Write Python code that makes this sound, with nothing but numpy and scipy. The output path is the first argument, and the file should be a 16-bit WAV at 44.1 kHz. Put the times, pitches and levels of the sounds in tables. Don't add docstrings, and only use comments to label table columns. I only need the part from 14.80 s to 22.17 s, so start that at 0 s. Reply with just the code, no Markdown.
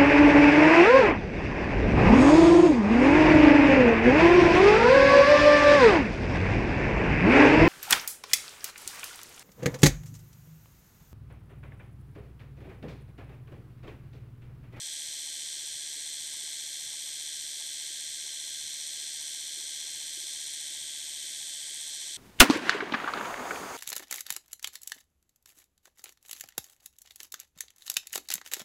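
import sys
import numpy as np
from scipy import signal
from scipy.fft import rfft, irfft
from scipy.io import wavfile

SR = 44100
rng = np.random.default_rng(int(sys.argv[2]) if len(sys.argv) > 2 else 0)


def master_out(mix):
    frames = np.transpose(np.atleast_2d(mix))
    ceiling = np.clip(frames, -1, 1)
    pcm = np.round(ceiling * 32767).astype(np.int16)
    wavfile.write(sys.argv[1], SR, pcm)


def to_linear_factor(level_db):
    exponent = np.asarray(level_db, float) / 20
    return 10 ** exponent


N = 324999
CROWN_TEETH = 26
PATTERN_TURNS = 5
PINION_TURNS = 2.6

# start_s, turns_per_s
CRANK_SPEED = [(0.0, 74.88), (0.4, 74.83), (1.0, 74.85), (1.2, 74.8), (1.45, 74.91), (2.02, 74.885),
               (2.25, 75.0), (2.76, 74.83), (3.3, 74.93), (3.55, 74.82), (3.98, 74.96), (4.56, 74.845),
               (4.76, 74.935), (5.56, 74.915), (5.72, 74.85), (5.95, 75.02), (6.85, 74.95), (7.37, 74.9)]
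# crank_angle_turns, centre_hz, level_db, looseness_0_to_1, pinion_angle_turns
KNOCKS = [(0.32, 3500, -6, 0.3, 0.7), (0.117, 11400, 2.5, 0.35, 0.55), (0.132, 4800, -6, 0.2, 0.25),
          (0.137, 8400, -1, 0.15, 0.08), (0.16, 6900, -3, 0.2, 0.25), (0.22, 7900, -6, 0.3, 0.65),
          (0.222, 2100, -7, 0.1, 0.05), (0.29, 2600, -8, 0.1, 0.2), (0.37, 2700, -6, 0.1, 0.05),
          (0.427, 5700, -7, 0.2, 0.35), (0.43, 9600, -5, 0.3, 0.35), (0.44, 3700, -6, 0.1, 0.5),
          (0.5, 2400, -5, 0.05, 0.15), (0.5, 6000, -9, 0.25, 0.8), (0.525, 4200, -6, 0.1, 0.6),
          (0.567, 3800, -5, 0.6, 0.1), (0.647, 9300, -1.5, 0.4, 0.75), (0.65, 12200, -2, 0.7, 0.35),
          (0.66, 6700, -7, 0.35, 0.05), (0.71, 3100, -6, 0.3, 0.45), (0.78, 3700, -6, 0.5, 0.7),
          (0.88, 2400, -9, 0.1, 0.5), (0.96, 5600, -8, 0.2, 0.8)]
# start_s, level_db
RATTLE_LEVEL = [
    (0.0, -39),
    (0.02, -38),
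    (1.41, -38),
    (5.21, -38),
    (6.46, -38),
    (7.31, -38),
    (7.37, -38.5),
]
# pitch_hz, level_db (per Hz)
HANDLE_RESPONSE = [(1400, -26), (1540, -9), (2100, -5), (2850, -12.5), (3080, 3.5), (3450, 4), (4300, -1),
                   (5200, -3.5), (5900, -2), (8300, -0.5), (9700, -4), (10200, -14.5), (12050, -8),
                   (12350, -18), (15600, -40)]
# pitch_hz, width_hz, depth_db
HANDLE_HOLLOWS = [(1950, 160, -1.5), (2960, 60, -11), (4090, 72, -8), (4303, 180, -0.5), (5600, 140, 4.5),
                  (7300, 110, 2), (8250, 300, 1.5), (8580, 43, -5), (12400, 250, -7)]
# start_s, level_db
SEATING = [
    (0, 0),
    (2.2, -0.8),
    (3.8, 0.8),
    (5.6, 0),
    (6.08, -4),
    (6.7, -2),
    (6.95, -4),
    (7.12, 0),
    (7.37, -2),
]
SEATING_SHARES = [1.5, 1.0, 0.55]
# crank_multiple, level_db (rms)
SHAFT_WHINE = [(42, -59), (44, -62), (45, -63), (46, -63), (47, -60), (48, -63), (50, -63), (51, -57),
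               (53, -64), (55, -59.5), (56, -53), (60, -63), (66, -67), (76, -67), (77, -63), (78, -64),
               (79, -55.5), (80, -61), (85, -59), (91, -60), (93, -59), (96, -61), (100, -64), (101, -62),
               (106, -60), (107, -59), (109, -59), (110, -62), (111, -60), (113, -56.5)]
# crank_multiple, level_db (rms)
FURTHER_WHINE = [(21, -72), (22.2, -71), (23.6, -71), (24, -68), (25, -67), (26, -71), (27, -70), (28, -66),
                 (29, -67), (30.2, -73), (31.6, -74), (32.4, -72), (35.6, -73), (37.6, -74), (41, -63),
                 (58, -66), (59, -66), (68, -67), (73, -65), (74, -66), (75, -65), (88, -64), (89, -64),
                 (95, -66), (105, -68), (119, -63)]
# crank_multiple, level_db (rms)
CRANK_HUM = [(1, -86), (2, -82), (4, -76), (5, -82), (6, -91), (7, -88), (8, -86), (10, -90), (11, -77),
             (12, -86), (13, -85), (15, -87), (17, -89), (18, -85)]
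# motor_multiple, added_crank_multiple, level_db (rms)
MOTOR_HUM = [(1, -1, -87), (1, 0, -81), (1, 1, -87), (1, 2, -81), (1, 5, -84), (1, 7, -89), (1, 9, -88),
             (2, -3, -89), (2, -1, -88), (2, 0, -85), (2, 6, -89), (2, 7, -87), (3, -3, -88), (3, -1, -90),
             (3, 0, -74), (3, 1, -89), (3, 2, -84), (3, 3, -80), (3, 4, -84), (3, 5, -88), (3, 6, -88),
             (4, -6, -88), (4, -3, -91), (6, 0, -82), (7, 0, -88)]
ORDER_GROUPS = [(3.5, 1.85, .4), (6.7, 2.6, .18), (9, 3.4, .12), (13.7, .7, .15), (20, 4.2, .6),
                (40, 2.5, .8), (54, .48, .35), (57, .55, .1), (75.5, .5, .5), (81, .49, .15),
                (101, .68, .5), (120, .21, .25)]
GROUP_RADIATION = [-0.6, 0, -0.1, -1, -0.2, -2, -3, 1.6, 1, 4, 1, 4]
# start_s, level_db
THUDS = [(0.28, -72), (0.55, -75), (0.65, -74), (0.8, -74), (0.94, -67), (1.41, -68), (1.8, -80),
         (2.07, -70), (2.33, -77), (2.6, -77), (3.28, -72), (3.45, -77), (3.74, -75), (3.85, -69),
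         (4.41, -74), (5.16, -69), (5.42, -83), (5.58, -77), (5.68, -76), (5.88, -75), (6.02, -66),
         (6.63, -77), (6.81, -79), (6.98, -78)]
HOPS = [(0.59, -80), (0.72, -83), (0.86, -80), (1.18, -81), (1.3, -79), (1.64, -78), (2.07, -82),
        (3.45, -78), (3.8, -87), (4.21, -76.5), (4.8, -75), (5.07, -78), (5.4, -75.5), (5.89, -79),
        (6.46, -79), (6.9, -80), (7.25, -84)]
SCUFFS = [(0.31, -78), (1.23, -80), (1.54, -76), (2.12, -76.5), (2.3, -78), (2.4, -80), (3.46, -83),
          (3.84, -83), (4.8, -81), (5.15, -84), (5.65, -82), (6.27, -83), (6.63, -82), (7.08, -83),
          (7.27, -78)]
# pitch_hz, level_db (per Hz)
THUD_SPECTRUM = [(30, -31), (70, -9), (125, -3.5), (190, -9), (260, -28.5)]
HOP_SPECTRUM = [(240, -21), (330, -5.5), (420, -7), (480, -14), (560, -28)]
SCUFF_SPECTRUM = [(450, -17.5), (585, -4), (690, -5.5), (850, -1), (1080, -7), (1450, -11.5), (1700, -60)]
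RUB_DB = [-86, -91, -84.5]
BUMP_S = [0.025, 0.04, 0.029]
PUMP_DB = [0, 6, -6]
# pitch_hz, level_db (per Hz)
ROOM_SPECTRUM = [(12, 2), (30, 10), (60, -14), (250, 4.5), (1400, -37), (3000, -38)]


def gear_rattle(crank):
    mesh_db, mesh_looseness = -12.0, 0.39
    crown_share, memory = 0.26, 0.26
    mesh_phase = 0.2
    pairs = CROWN_TEETH * PATTERN_TURNS
    mesh = np.arange(int(crank[-1] * CROWN_TEETH) - 1)
    at = np.interp((mesh + mesh_phase) / CROWN_TEETH, crank, np.arange(N))
    turn, centre_hz, db, looseness = linkage_knocks()
    pair = np.round(turn * CROWN_TEETH - mesh_phase).astype(int)
    seated = seating_gains()[2][at.astype(int)]
    stroke = np.cos(2 * np.pi * (np.arange(pairs) / CROWN_TEETH - 0.52))
    bearing = to_linear_factor(mesh_db + 2.0 * stroke) ** 2
    out = np.zeros(N)
    for hz in np.geomspace(1550, 15000, 34):
        knock = to_linear_factor(db) ** 2 * np.exp(-((centre_hz - hz) / (0.15 * hz + 250)) ** 2)
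        dulling = min(1, 8500 / hz)
        power = bearing * dulling ** 1.2 + np.bincount(pair, knock, pairs)
        loose_power = mesh_looseness * bearing * dulling ** 4.1 + np.bincount(pair, knock * looseness, pairs)
        slack = np.clip(loose_power / power, 0, 1)
        crown = np.tile(np.exp(2j * np.pi * rng.random(CROWN_TEETH)), PATTERN_TURNS)
        meeting = np.exp(2j * np.pi * rng.random(pairs))
        regular = np.sqrt(crown_share) * crown + np.sqrt(1 - crown_share) * meeting
        stray = chance(len(mesh) // pairs + 1, pairs)
        stray = signal.lfilter([np.sqrt(1 - memory ** 2)], [1, -memory], stray, axis=0)
        hits = np.sqrt(power) * (np.sqrt(1 - slack) * regular + np.sqrt(slack) * stray)
        hits = hits.ravel()[:len(mesh)]
        if 4700 < hz < 6200:
            hits = hits * seated
        mode = ring(at, hits, hz, 0.007 * (4000 / hz) ** 1.26)
        out += mode * np.sqrt(hz / 4000) * drift(5, lambda knots: to_linear_factor(0.88 * knots))
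    return rms_one(coloured(out, HANDLE_RESPONSE, HANDLE_HOLLOWS))


def linkage_knocks():
    swing_db = 1
    angle, centre_hz, db, looseness, hardest = np.transpose(KNOCKS * PATTERN_TURNS)
    turn = np.repeat(np.arange(PATTERN_TURNS), len(KNOCKS))
    db = db + swing_db * (np.cos(2 * np.pi * (PINION_TURNS * turn - hardest)) - 1)
    return turn + angle, centre_hz, db, looseness


def ring(at, strengths, hz, t60):
    pole = to_linear_factor(-60 / (t60 * SR)) * np.exp(2j * np.pi * hz / SR)
    clicks = np.full(N + 2, 1e-18, complex)
    whole = np.ceil(at).astype(int)
    np.add.at(clicks, whole, strengths * pole ** (whole - at))
    return signal.lfilter([1], [1, -pole], clicks[:N]).imag * np.sqrt(1 - abs(pole) ** 2)


def whine_and_hum(crank):
    size = 2 ** 17
    motor = [(PINION_TURNS * multiple + beat, db) for multiple, beat, db in MOTOR_HUM]
    multiple, db = np.transpose(sorted(CRANK_HUM + motor) + FURTHER_WHINE + SHAFT_WHINE)
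    top, peak, scatter = np.transpose(ORDER_GROUPS)
    group = np.searchsorted(top, multiple)
    start = scatter[group] * rng.uniform(-0.51, 0.55, len(db)) - multiple * peak[group]
    place = (crank * (size / PATTERN_TURNS)).astype(int) % size
    low_whine, high_whine, _ = seating_gains()
    seated = {7: low_whine, 9: high_whine}
    out = 0
    for g, radiated_db in enumerate(GROUP_RADIATION):
        for half in (0, 1):
            pick = (group == g) & (np.arange(len(db)) % 2 == half)
            lines = np.zeros(size // 2 + 1, complex)
            order = np.round(multiple[pick] * PATTERN_TURNS).astype(int)
            lines[order] = to_linear_factor(db[pick]) * np.exp(2j * np.pi * start[pick])
            sway = drift(8, lambda knots: to_linear_factor(radiated_db + 0.9 * knots))
            out = out + seated.get(g, 1) * sway * irfft(lines)[place] * size / np.sqrt(2)
    return out


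def crank_angle():
    return np.cumsum(in_time(CRANK_SPEED)[0]) / SR + 0.0008 * drift(12)


def seating_gains():
    return to_linear_factor(np.outer(SEATING_SHARES, in_time(SEATING)[0]))


def mat_rocking(crank):
    pump = np.cos(2 * np.pi * (crank - 2.9) / PATTERN_TURNS)
    bumps = (THUDS, HOPS, SCUFFS)
    spectra = (THUD_SPECTRUM, HOP_SPECTRUM, SCUFF_SPECTRUM)
    lifts_db = (3.5, 7.5, 6.0)
    out = 0
    for i in range(3):
        gain = rubbing(bumps[i], RUB_DB[i], BUMP_S[i]) * to_linear_factor(lifts_db[i] + PUMP_DB[i] * pump)
        out = out + gain * noise(spectra[i])
    return out


def rubbing(bumps, rub_db, half_s):
    lumps_per_s, lump_db = 17, 4.5
    t = np.arange(0, N, 64) / SR
    swells = sum(to_linear_factor(db) ** 2 * np.exp(-((t - s) / half_s) ** 2) for s, db in bumps)
    rub = drift(lumps_per_s, lambda knots: to_linear_factor(rub_db + lump_db * knots))
    return np.sqrt(rub ** 2 + np.interp(np.arange(N) / SR, t, swells))


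def quiet_room():
    return drift(4.2, lambda knots: to_linear_factor(-81 + 2.6 * knots)) * noise(ROOM_SPECTRUM)


def noise(points):
    return rms_one(coloured(rng.standard_normal(N), points))


def coloured(x, points, hollows=()):
    hz = np.fft.rfftfreq(N + 1, 1 / SR) + 1
    point_hz, point_db = np.transpose(points)
    db = np.interp(np.log(hz), np.log(point_hz), point_db)
    for at_hz, width_hz, depth_db in hollows:
        db = db + depth_db * np.exp(-((hz - at_hz) / width_hz) ** 2)
    return irfft(rfft(x, N + 1) * to_linear_factor(db))[:N]


def drift(rate, shape=lambda knots: knots):
    knots = shape(rng.standard_normal(int(rate * N / SR) + 2))
    return np.interp(np.arange(N) * (rate / SR), np.arange(len(knots)), knots)


def chance(*shape):
    return (rng.standard_normal(shape) + 1j * rng.standard_normal(shape)) / np.sqrt(2)


def in_time(rows):
    s, *columns = np.transpose(rows)
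    return np.array([np.interp(np.arange(N) / SR, s, c) for c in columns])


def rms_one(x):
    return x / np.sqrt(np.mean(x ** 2))


def scene():
    crank = crank_angle()
    level = to_linear_factor(in_time(RATTLE_LEVEL)[0])
    rattle = level * to_linear_factor(-2.0) * gear_rattle(crank)
    brush = rattle + level / level.mean() * whine_and_hum(crank)
    return (brush + mat_rocking(crank) + quiet_room())[None]


def roll_off(x):
    return signal.sosfilt(signal.butter(12, 15690, fs=SR, output="sos"), x)


def record(dry):
    return roll_off(dry)


dry = scene()
out = record(dry)
master_out(out)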